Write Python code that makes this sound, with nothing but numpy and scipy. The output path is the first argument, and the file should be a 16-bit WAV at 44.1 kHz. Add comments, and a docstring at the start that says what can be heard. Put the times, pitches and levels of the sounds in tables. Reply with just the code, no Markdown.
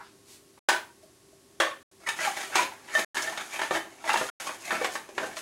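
"""Small plastic cups are set upside down on a hardwood floor, then shuffled about by hand. Each rim lands with
a chattering clack, and the cup wall and the air inside ring briefly after it. Pushed along, the rims stick and
slip on the grain in a gritty scrape; twice a tipping cup hoots. The sound opens on the fading tail of an
earlier one; sleeves and fingers rustle, and a kitchen adds its short echo. A faint hum and hiss lie underneath;
four times the sound cuts out altogether."""
import sys
import numpy as np
from scipy import signal
from scipy.fft import rfft, irfft, next_fast_len
from scipy.io import wavfile
from scipy.ndimage import uniform_filter1d

SR = 44100
rng = np.random.default_rng(int(sys.argv[2]) if len(sys.argv) > 2 else 0)


def persist_wave(psi):
    """Save psi, clipped to +-1, as 16-bit WAV."""
    counts = np.round(np.clip(psi, -1, 1) * 32767).astype(np.int16)
    wavfile.write(sys.argv[1], SR, np.atleast_2d(counts).T)


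N = 238845
T = np.arange(N) / SR

# EQ curve of the room's hiss: (frequency [Hz], gain [dB])
HISS_EQ = [(25, -39.5), (55, -9), (115, -4), (180, -6.5), (350, 0.5), (460, -10.5), (620, -9), (750, -14),
           (1500, -17.5), (2800, -18.5), (5000, -16.5), (8000, -17), (11800, -19), (12500, -31.5)]
# partials of an appliance's hum: (frequency [Hz], rms level [dB])
HUM_PARTIALS = [(323.0, -76.5), (393.0, -65), (1093, -77.5), (1814, -85.5)]
# the fading tail of an earlier sound at the start, then sleeve and finger sounds: (time [s], level before trim
# [dB], length [s], centre [Hz], width [Hz])
SWELLS = [(-.04, -45.5, 0.088, 1290, 895), (-.03, -59.5, 0.16, 3500, 3450),
          (0.232, -52.5, .18, 6260, 7150), (0.573, -51.5, 0.011, 1070, 2140),
          (1.024, -52, 0.033, 604, 108), (1.017, -60, 0.037, 6030, 8000), (1.323, -61, 0.017, 630, 109)]
# decay of the kitchen's reverb: (frequency [Hz], t60 [s])
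KITCHEN_DECAY = [(150, 0.35), (500, 0.28), (1500, 0.3), (4000, 0.29), (8000, 0.28), (14000, 0.45)]
# hard mutes: (start [s], end [s])
DROPOUTS = [(.592, .685), (1.83, 1.914), (3.047, 3.146), (4.3, 4.4)]
# a cup lands and rattles to rest; thud to hollow are relative to the level, before trims:
# (time [s], level [dB], thud [dB], treble [dB], wall ring [dB], hollow [dB],
# hollow note on the landing side [Hz], on the far side [Hz], settling time [s], fade over it [dB])
SET_DOWNS = [(0.687, -9.5, 0.5, 6.2, -13, 1.3, 1532, 953, 0.095, -17),
             (1.6007, -9.5, -4, 0.73, -1.5, 0.23, 562, 1101, .11, -21),
             (2.555, -11.5, -1, 10.9, -24.5, 0.11, 924, 1000, .095, -21.5)]
# single rim knocks in the shuffle; thud to hollow are relative to the level, before trims:
# (time [s], level [dB], thud [dB], treble [dB], wall ring [dB], hollow [dB], hollow note [Hz])
RIM_KNOCKS = [(2.064, -35.5, -16, -12, -15, 13.5, 1960), (2.087, -18, -8, 11, -15, -1.5, 920),
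              (2.189, -26, 5, -8, -12, 5, 1950), (2.247, -17.5, -15, -3, -17, -12, 910),
              (2.719, -38.5, -2, -3, -15, 9, 875), (2.884, -44, -12, 8, 6, 8, 1970),
              (2.9502, -21.5, -19, 5.5, 12, 4.5, 632), (2.991, -19, 12, 13, -31, -3, 633),
              (3.168, -20.5, -2, 0, 4, -9, 965), (3.221, -23.5, 13, 35, -12, -2, 1010),
              (3.274, -31, 8, -2, 11, 11.5, 650), (3.374, -22.5, -3, 3, -21, -21, 1590),
              (3.591, -21, -1.5, -7, 0.5, -2, 910), (3.615, -19, 2, 0, -12, 2.5, 877),
              (3.708, -14.5, 11, -5, -7, -6, 597), (3.752, -22, 8, 0, 5.5, 1.5, 365),
              (4.041, -30, -3, -8, -4, 8, 923), (4.092, -15, -20, -10, -21, 5.5, 866),
              (4.102, -27, -5, -5, -7, 12.5, 2740), (4.131, -22.5, -6, 17, -18, -15, 1170),
              (4.14, -16, 1, 0, -14.5, 6.5, 917), (4.157, -18.5, 3.5, -10, -1, -0.5, 2750),
              (4.172, -19.5, 10, 14, -12, -9, 2660), (4.211, -17.5, 7, -18, -26, -2, 634),
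              (4.288, -30, -10, 0, -11, 9.5, 1423), (4.468, -29.5, -7, -4, -12, 9, 1104),
              (4.49, -24.5, 3, -13, -20, -4, 1100), (4.706, -19.5, -3, -6.5, 0.5, 1, 1500),
              (4.724, -25.5, 17, -16, -10, 6, 1330), (4.813, -23, 7.5, -21, -15, 7.5, 487),
              (4.844, -14.5, -8, 0.5, -19, 1.5, 733), (4.953, -21, 4, 0.5, -9, -14, 980),
              (5.088, -33, 18, 10, -15, 2, 595), (5.179, -15.5, 1, -6.5, -12, -4, 996),
              (5.232, -29.5, 15, -15, -3, 11, 1550), (5.368, -25, -1, 4, -22, -19, 1430)]
# EQ curve of a clack: (frequency [Hz], gain [dB])
CLACK_EQ = [(30, -23), (90, -28), (170, -15.5), (270, -10), (400, -1.5), (600, 1.5), (1100, 1.5),
            (1700, 1.5), (2500, -4.5), (3400, -5.5), (4600, -13), (7500, -17), (11000, -24.5),
            (13000, -34.5)]
# resonances and dead spots of a rim on the boards: (centre [Hz], width [Hz], gain [dB])
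BOARD_BANDS = [(366, 99, 8), (446, 163, -6.5), (632, 110, 0.5), (864, 11, 2), (1010, 38, -1),
               (1440, 44, 1.5), (2690, 100, 1), (2810, 53, -4.5), (3670, 130, 1), (6450, 290, 3)]
# modes of the cup wall: (frequency [Hz], level [dB], t60 [s])
CUP_MODES = [(1788.3, 1, 0.092), (2250, -38, .03), (3075, -11.5, 0.075), (3693, -12, 0.047),
             (4270, -30, 0.027), (4600, -25, 0.092), (6760, -26.5, 0.045), (6700, -22, 0.033)]
# cups creep under the hands between pushes; the last three are relative to the scrape, all before trims:
# (start [s], end [s], scrape [dB], rumble [dB], fizz [dB], wall ring [dB])
CREEP = (2, 5.6, -55.5, -3, -4, -15)
# a hand pushes a cup along, levels as in CREEP:
# (time of top speed [s], rise [s], fall [s], scrape [dB], rumble [dB], fizz [dB], wall ring [dB])
PUSHES = [(2.085, 0.031, 0.042, -27.5, -17, -11, -2), (2.243, 0.11, 0.14, -27, -16, -8, -27),
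          (2.41, 0.11, 0.11, -33, -15, -6.5, -14), (2.604, 0.15, 0.063, -27, -11, -11, -10),
          (2.915, 0.069, 0.083, -41, -15, -9, 1), (2.99, 0.087, 0.058, -30.5, -13.5, -5, 5.5),
          (3.168, 0.085, 0.09, -32.5, -13, -6, 3.5), (3.265, 0.09, 0.17, -36, -8, -6, -1.5),
          (3.399, 0.065, 0.05, -33.5, -11.5, -10.5, -20), (3.46, 0.098, .08, -55, -17, 7, -18.5),
          (3.555, 0.098, 0.069, -36, -19, -7.5, -9), (3.624, 0.097, 0.097, -34, -12, -8, -2),
          (3.767, 0.096, 0.035, -29, -13, -9, 4), (3.865, 0.032, 0.027, -53.5, 7, -14, -9),
          (4.105, 0.085, 0.081, -29, -10, -10, -7), (4.195, 0.087, 0.19, -37.5, -12, -1.5, -13),
          (4.4, 0.046, 0.078, -34.5, -12, -5.5, -18), (4.474, 0.11, 0.13, -40, -8, -3.5, -18),
          (4.665, 0.11, .07, -44, -13, 0, -13), (4.735, 0.1, 0.095, -31, -7, -10, -16),
          (4.849, 0.092, 0.039, -32.5, -5.5, -9, -20), (4.945, 0.058, 0.045, -44, 1.5, 5.5, -2),
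          (5.242, 0.13, 0.1, -41, 3, -4.5, -12), (5.325, 0.036, 0.059, -49, -16, -5, 10),
          (5.385, 0.043, 0.033, -38.5, -15, -2, -13)]
# how steeply each slide layer grows with speed: (scrape, rumble, fizz, wall ring) [exponents]
SPEED_POWERS = (3.1, 2.3, 1.8, 2.7)
# EQ curve of a scrape: (frequency [Hz], gain [dB])
SCRAPE_EQ = [(30, -31), (110, -21.5), (260, -8.5), (450, -5), (700, 5), (1400, 6), (2200, 7.5),
             (3400, -2.5), (4300, -4.5), (5900, -3.5), (6500, -1), (7400, -4), (11800, -8), (12300, -20)]
# air hoots under a tipping cup: (time [s], length [s], level before trim [dB], from [Hz], to [Hz])
HOOTS = [(2.225, 0.0783, -29, 977, 711), (2.571, 0.046, -29.5, 941, 1010)]


def amp(db):
    """Decibels to gain."""
    return 10 ** (np.asarray(db) / 20)


def unit(x):
    """Normalises to an rms of 1."""
    return x / np.sqrt(np.mean(x ** 2) + 1e-20)


def curve_at(points, hz):
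    """Reads a curve on a log-frequency axis."""
    f, value = np.transpose(points)
    return np.interp(np.log(hz + 1), np.log(f + 1), value)


def add(mix, time_s, sound):
    """Drops a sound into the mix at time_s."""
    start = round(time_s * SR)
    sound = sound[max(-start, 0):]
    part = mix[max(start, 0):][:len(sound)]
    part += sound[:len(part)]


def eq(x, db_at, size=4096):
    """Minimum-phase EQ whose gain in dB is db_at(Hz)."""
    hz = abs(np.fft.fftfreq(size, 1 / SR))
    log_gain = np.log(amp(np.maximum(db_at(hz), -100)))
    taps = np.fft.ifft(np.exp(np.conj(signal.hilbert(log_gain)))).real
    return signal.fftconvolve(x, taps[:size // 2])[:len(x)]


def pass_filter(x, kind, hz, order=4):
    """Low-, band- or high-pass."""
    return signal.sosfilt(signal.butter(order, hz, kind, fs=SR, output="sos"), x)


def drift(rate_hz):
    """Smooth random modulator of rms 1."""
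    size = next_fast_len(N)
    rolloff = np.exp(-(np.fft.rfftfreq(size, 1 / SR) / rate_hz) ** 2)
    return unit(irfft(rfft(rng.standard_normal(size)) * rolloff, size)[:N])


def room_tone(hiss_db=-59.5, waver_hz=5, waver_rate_hz=12):
    """The bed: steady hiss and the slightly wavering hum of an appliance."""
    bed = amp(hiss_db) * unit(eq(rng.standard_normal(N), lambda hz: curve_at(HISS_EQ, hz)))
    for centre_hz, db in HUM_PARTIALS:
        pitch_hz = centre_hz + waver_hz * drift(waver_rate_hz)
        bed += amp(db) * np.sqrt(2) * np.sin(2 * np.pi * np.cumsum(pitch_hz) / SR)
    return bed


def soft_swells(trim_db=-1):
    """The fading tail of an earlier sound, then sleeves and fingers brushing, in short, soft swells of band-
    passed noise."""
    out = np.zeros(N)
    for time_s, db, length_s, centre, width in SWELLS:
        noise = rng.standard_normal(SR)
        brush = eq(noise, lambda hz: -10 * np.log10(1 + (2 * (hz - centre) / width) ** 4))
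        swell = np.hanning(int(length_s * SR))
        add(out, time_s, amp(db + trim_db) * unit(brush)[:len(swell)] * swell)
    return out


def reverb_tail(predelay_s=0.00086, build_s=0.0014, echoes_per_s=8000):
    """Dense reflections off floor, cabinets and walls; the lows and the very top hang on longest."""
    t = np.arange(SR) / SR
    echoes = rng.choice([-1., 1.], SR) * (rng.random(SR) < echoes_per_s / SR)
    hz, age_s, spectrum = signal.stft(echoes, SR, nperseg=256)
    decay = amp(-60 * age_s / curve_at(KITCHEN_DECAY, hz)[:, None])
    tail = signal.istft(spectrum * decay, SR, nperseg=256)[1][:SR]
    tail *= np.clip((t - predelay_s) / build_s, 0, 1)
    return tail / np.linalg.norm(tail)


def kitchen(x, wet_db=-1, cycle_hz=7, tails=4):
    """As hands and cups move, their sound crossfades from one pattern of reflections to the next."""
    turn = (cycle_hz * tails * T - np.arange(tails)[:, None]) % tails
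    sends = np.sin(np.pi / 2 * np.minimum(turn, 2))  # equal-power crossfades
    wet = sum(signal.oaconvolve(x * send, reverb_tail())[:N] for send in sends)
    return x + amp(wet_db) * wet


def set_down_hits(rebound_db=-6, slowing=1.5, hollower_db=10, duller_db=-4, rebounds=7):
    """A landing cup rocks side to side, ever slower, softer, duller and hollower; rows as RIM_KNOCKS."""
    hits = []
    for time_s, db, thud, treble, ring, hollow, near_hz, far_hz, settle_s, fade_db in SET_DOWNS:
        for k in range(rebounds + 1):
            settled = (k / rebounds) ** slowing
            level = db + rebound_db * (k > 0) + fade_db * settled
            note_hz = far_hz if k % 2 else near_hz
            hits.append((time_s + settle_s * settled, level, thud, treble + duller_db * settled,
                         ring, hollow + hollower_db * settled, note_hz))
    return hits


def boards_db(hz):
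    """The peaks and notches that rim and floorboards stamp on every contact."""
    return sum(db / (1 + (2 * (hz - centre) / width) ** 2) for centre, width, db in BOARD_BANDS)


def cup_ring(pitch_ratio=1, size=8192):
    """The wall of a struck cup rings in fast-dying modes."""
    t = np.arange(size) / SR
    return sum(amp(db - 60 * t / t60) * np.sin(2 * np.pi * hz * pitch_ratio * t)
               for hz, db, t60 in CUP_MODES)


def rim_hits(hits, ring_trim_db=-7, hollow_trim_db=-6, chatter_t60=0.05, hollow_t60=0.05, size=8192):
    """A rim chatters on the boards in a short clack; the cup wall and its hollow note ring with it."""
    clacks, rings = np.zeros(N), np.zeros(N)
    t = np.arange(size) / SR
    attack = 1 - np.exp(-t / 0.00084)  # a light rim never lands flat
    for time_s, db, thud, treble, ring, hollow, hollow_hz in hits:
        chatter = rng.choice([-1., 1.], size) * attack * amp(-60 * t / chatter_t60)
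        hardness = [(420, thud), (1500, 0), (6000, treble)]  # (frequency [Hz], gain [dB])
        clack = eq(chatter, lambda hz: curve_at(CLACK_EQ, hz) + boards_db(hz) + curve_at(hardness, hz))
        clack *= np.sqrt(SR / 1000) / np.linalg.norm(clack)  # the energy of 1 ms at full scale
        add(clacks, time_s, amp(db) * clack)
        # the grip detunes the wall a little; grip and gap under the rim set the hollow note
        wall = cup_ring(1 + 0.0013 * rng.standard_normal())
        note = np.sin(2 * np.pi * hollow_hz * t) * amp(-60 * t / hollow_t60)
        body = amp(ring + ring_trim_db) * wall + amp(hollow + hollow_trim_db) * note
        add(rings, time_s, amp(db) * attack * body)
    return clacks + pass_filter(rings, "high", 330, order=2)  # the ringing is kept out of the low end


def travelling_contact(x, depth_db=4.5, size=512):
    """The contact point travels round the rim, so resonances come and go in short patches."""
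    frames = dict(nperseg=size, noverlap=size * 3 // 4)
    spectrum = signal.stft(x, **frames)[2]
    patches = uniform_filter1d(rng.standard_normal(spectrum.shape), size=3, axis=0)  # across frequency
    patches = unit(uniform_filter1d(patches, size=9, axis=1))  # across time
    return signal.istft(spectrum * amp(depth_db * patches), **frames)[1][:N]


def slide_envelope(layer):
    """A layer (0 scrape, 1 rumble, 2 fizz, 3 ring) swells with each push's speed, over a steady creep."""
    start, end, db, *offsets = CREEP
    power = amp(db + [0, *offsets][layer]) ** 2 * ((T > start) & (T < end))
    for peak_s, rise_s, fall_s, db, *offsets in PUSHES:
        ramp = np.interp(T, [peak_s - rise_s, peak_s, peak_s + fall_s], [0, 1, 0])
        speed = np.sin(np.pi / 2 * ramp)
        power += (amp(db + [0, *offsets][layer]) * speed ** SPEED_POWERS[layer]) ** 2
    return np.sqrt(power)


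def slides(slips_per_s=1600, grit=0.73, jerk_db=2, jerk_hz=60, wobble_s=0.00009, wobble_hz=40):
    """The rim sticks and slips on the wood grain; the tiny slips drive the boards and the cup wall."""
    slips = (rng.random(N) < slips_per_s / SR) * rng.choice([-1., 1.], N)
    slips *= amp(-0.5 * np.minimum(rng.exponential(1, N), 3))  # slightly uneven in strength
    friction = (unit(slips) + grit * rng.standard_normal(N)) * amp(jerk_db * drift(jerk_hz))
    rub = eq(friction, lambda hz: curve_at(SCRAPE_EQ, hz) + boards_db(hz))
    rumble = pass_filter(rub, "low", 520)
    scrape = travelling_contact(pass_filter(rub, "band", [520, 4000]))
    fizz = pass_filter(rub, "high", 4000)
    wall = signal.fftconvolve(friction, cup_ring())[:N]
    ring = np.interp(T + wobble_s * drift(wobble_hz), T, wall)  # fingers flex the wall: pitch wobbles
    layers = [(scrape, -4), (rumble, -4), (fizz, -3.5), (ring, -9)]  # (sound, trim [dB])
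    return sum(amp(db) * unit(sound) * slide_envelope(k) for k, (sound, db) in enumerate(layers))


def hoots(trim_db=-1, width_hz=35):
    """Friction noise in a narrow air resonance that glides as the gap under the rim changes."""
    out = np.zeros(N)
    for time_s, length_s, db, from_hz, to_hz in HOOTS:
        size = int(length_s * SR)
        glide = np.exp(2j * np.pi * np.cumsum(np.linspace(from_hz, to_hz, size)) / SR)
        flutter = (drift(width_hz) + 1j * drift(width_hz))[:size]
        add(out, time_s, amp(db + trim_db) * unit((flutter * glide).real) * np.hanning(size))
    return out


def scene():
    """Cups and hands through the kitchen's reverb, over the room tone, in mono."""
    bed = room_tone()
    foley = slides() + hoots() + soft_swells() + rim_hits(list(RIM_KNOCKS) + set_down_hits())
    return (bed + kitchen(foley))[None]


def record(dry, ceiling=0.68, top_hz=15900):
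    """Soft-clips the peaks, mutes the dropouts and cuts off the extreme top."""
    gate = np.ones(N)
    for start, end in DROPOUTS:
        gate[(T > start) & (T < end)] = 0
    gate = uniform_filter1d(gate, size=90)  # 2 ms fades
    clipped = ceiling * np.tanh(dry / ceiling)
    low_pass = signal.firwin(511, top_hz, window=("kaiser", 9), fs=SR)
    return signal.oaconvolve(clipped * gate, low_pass[None], "same")


dry = scene()
out = record(dry)
persist_wave(out)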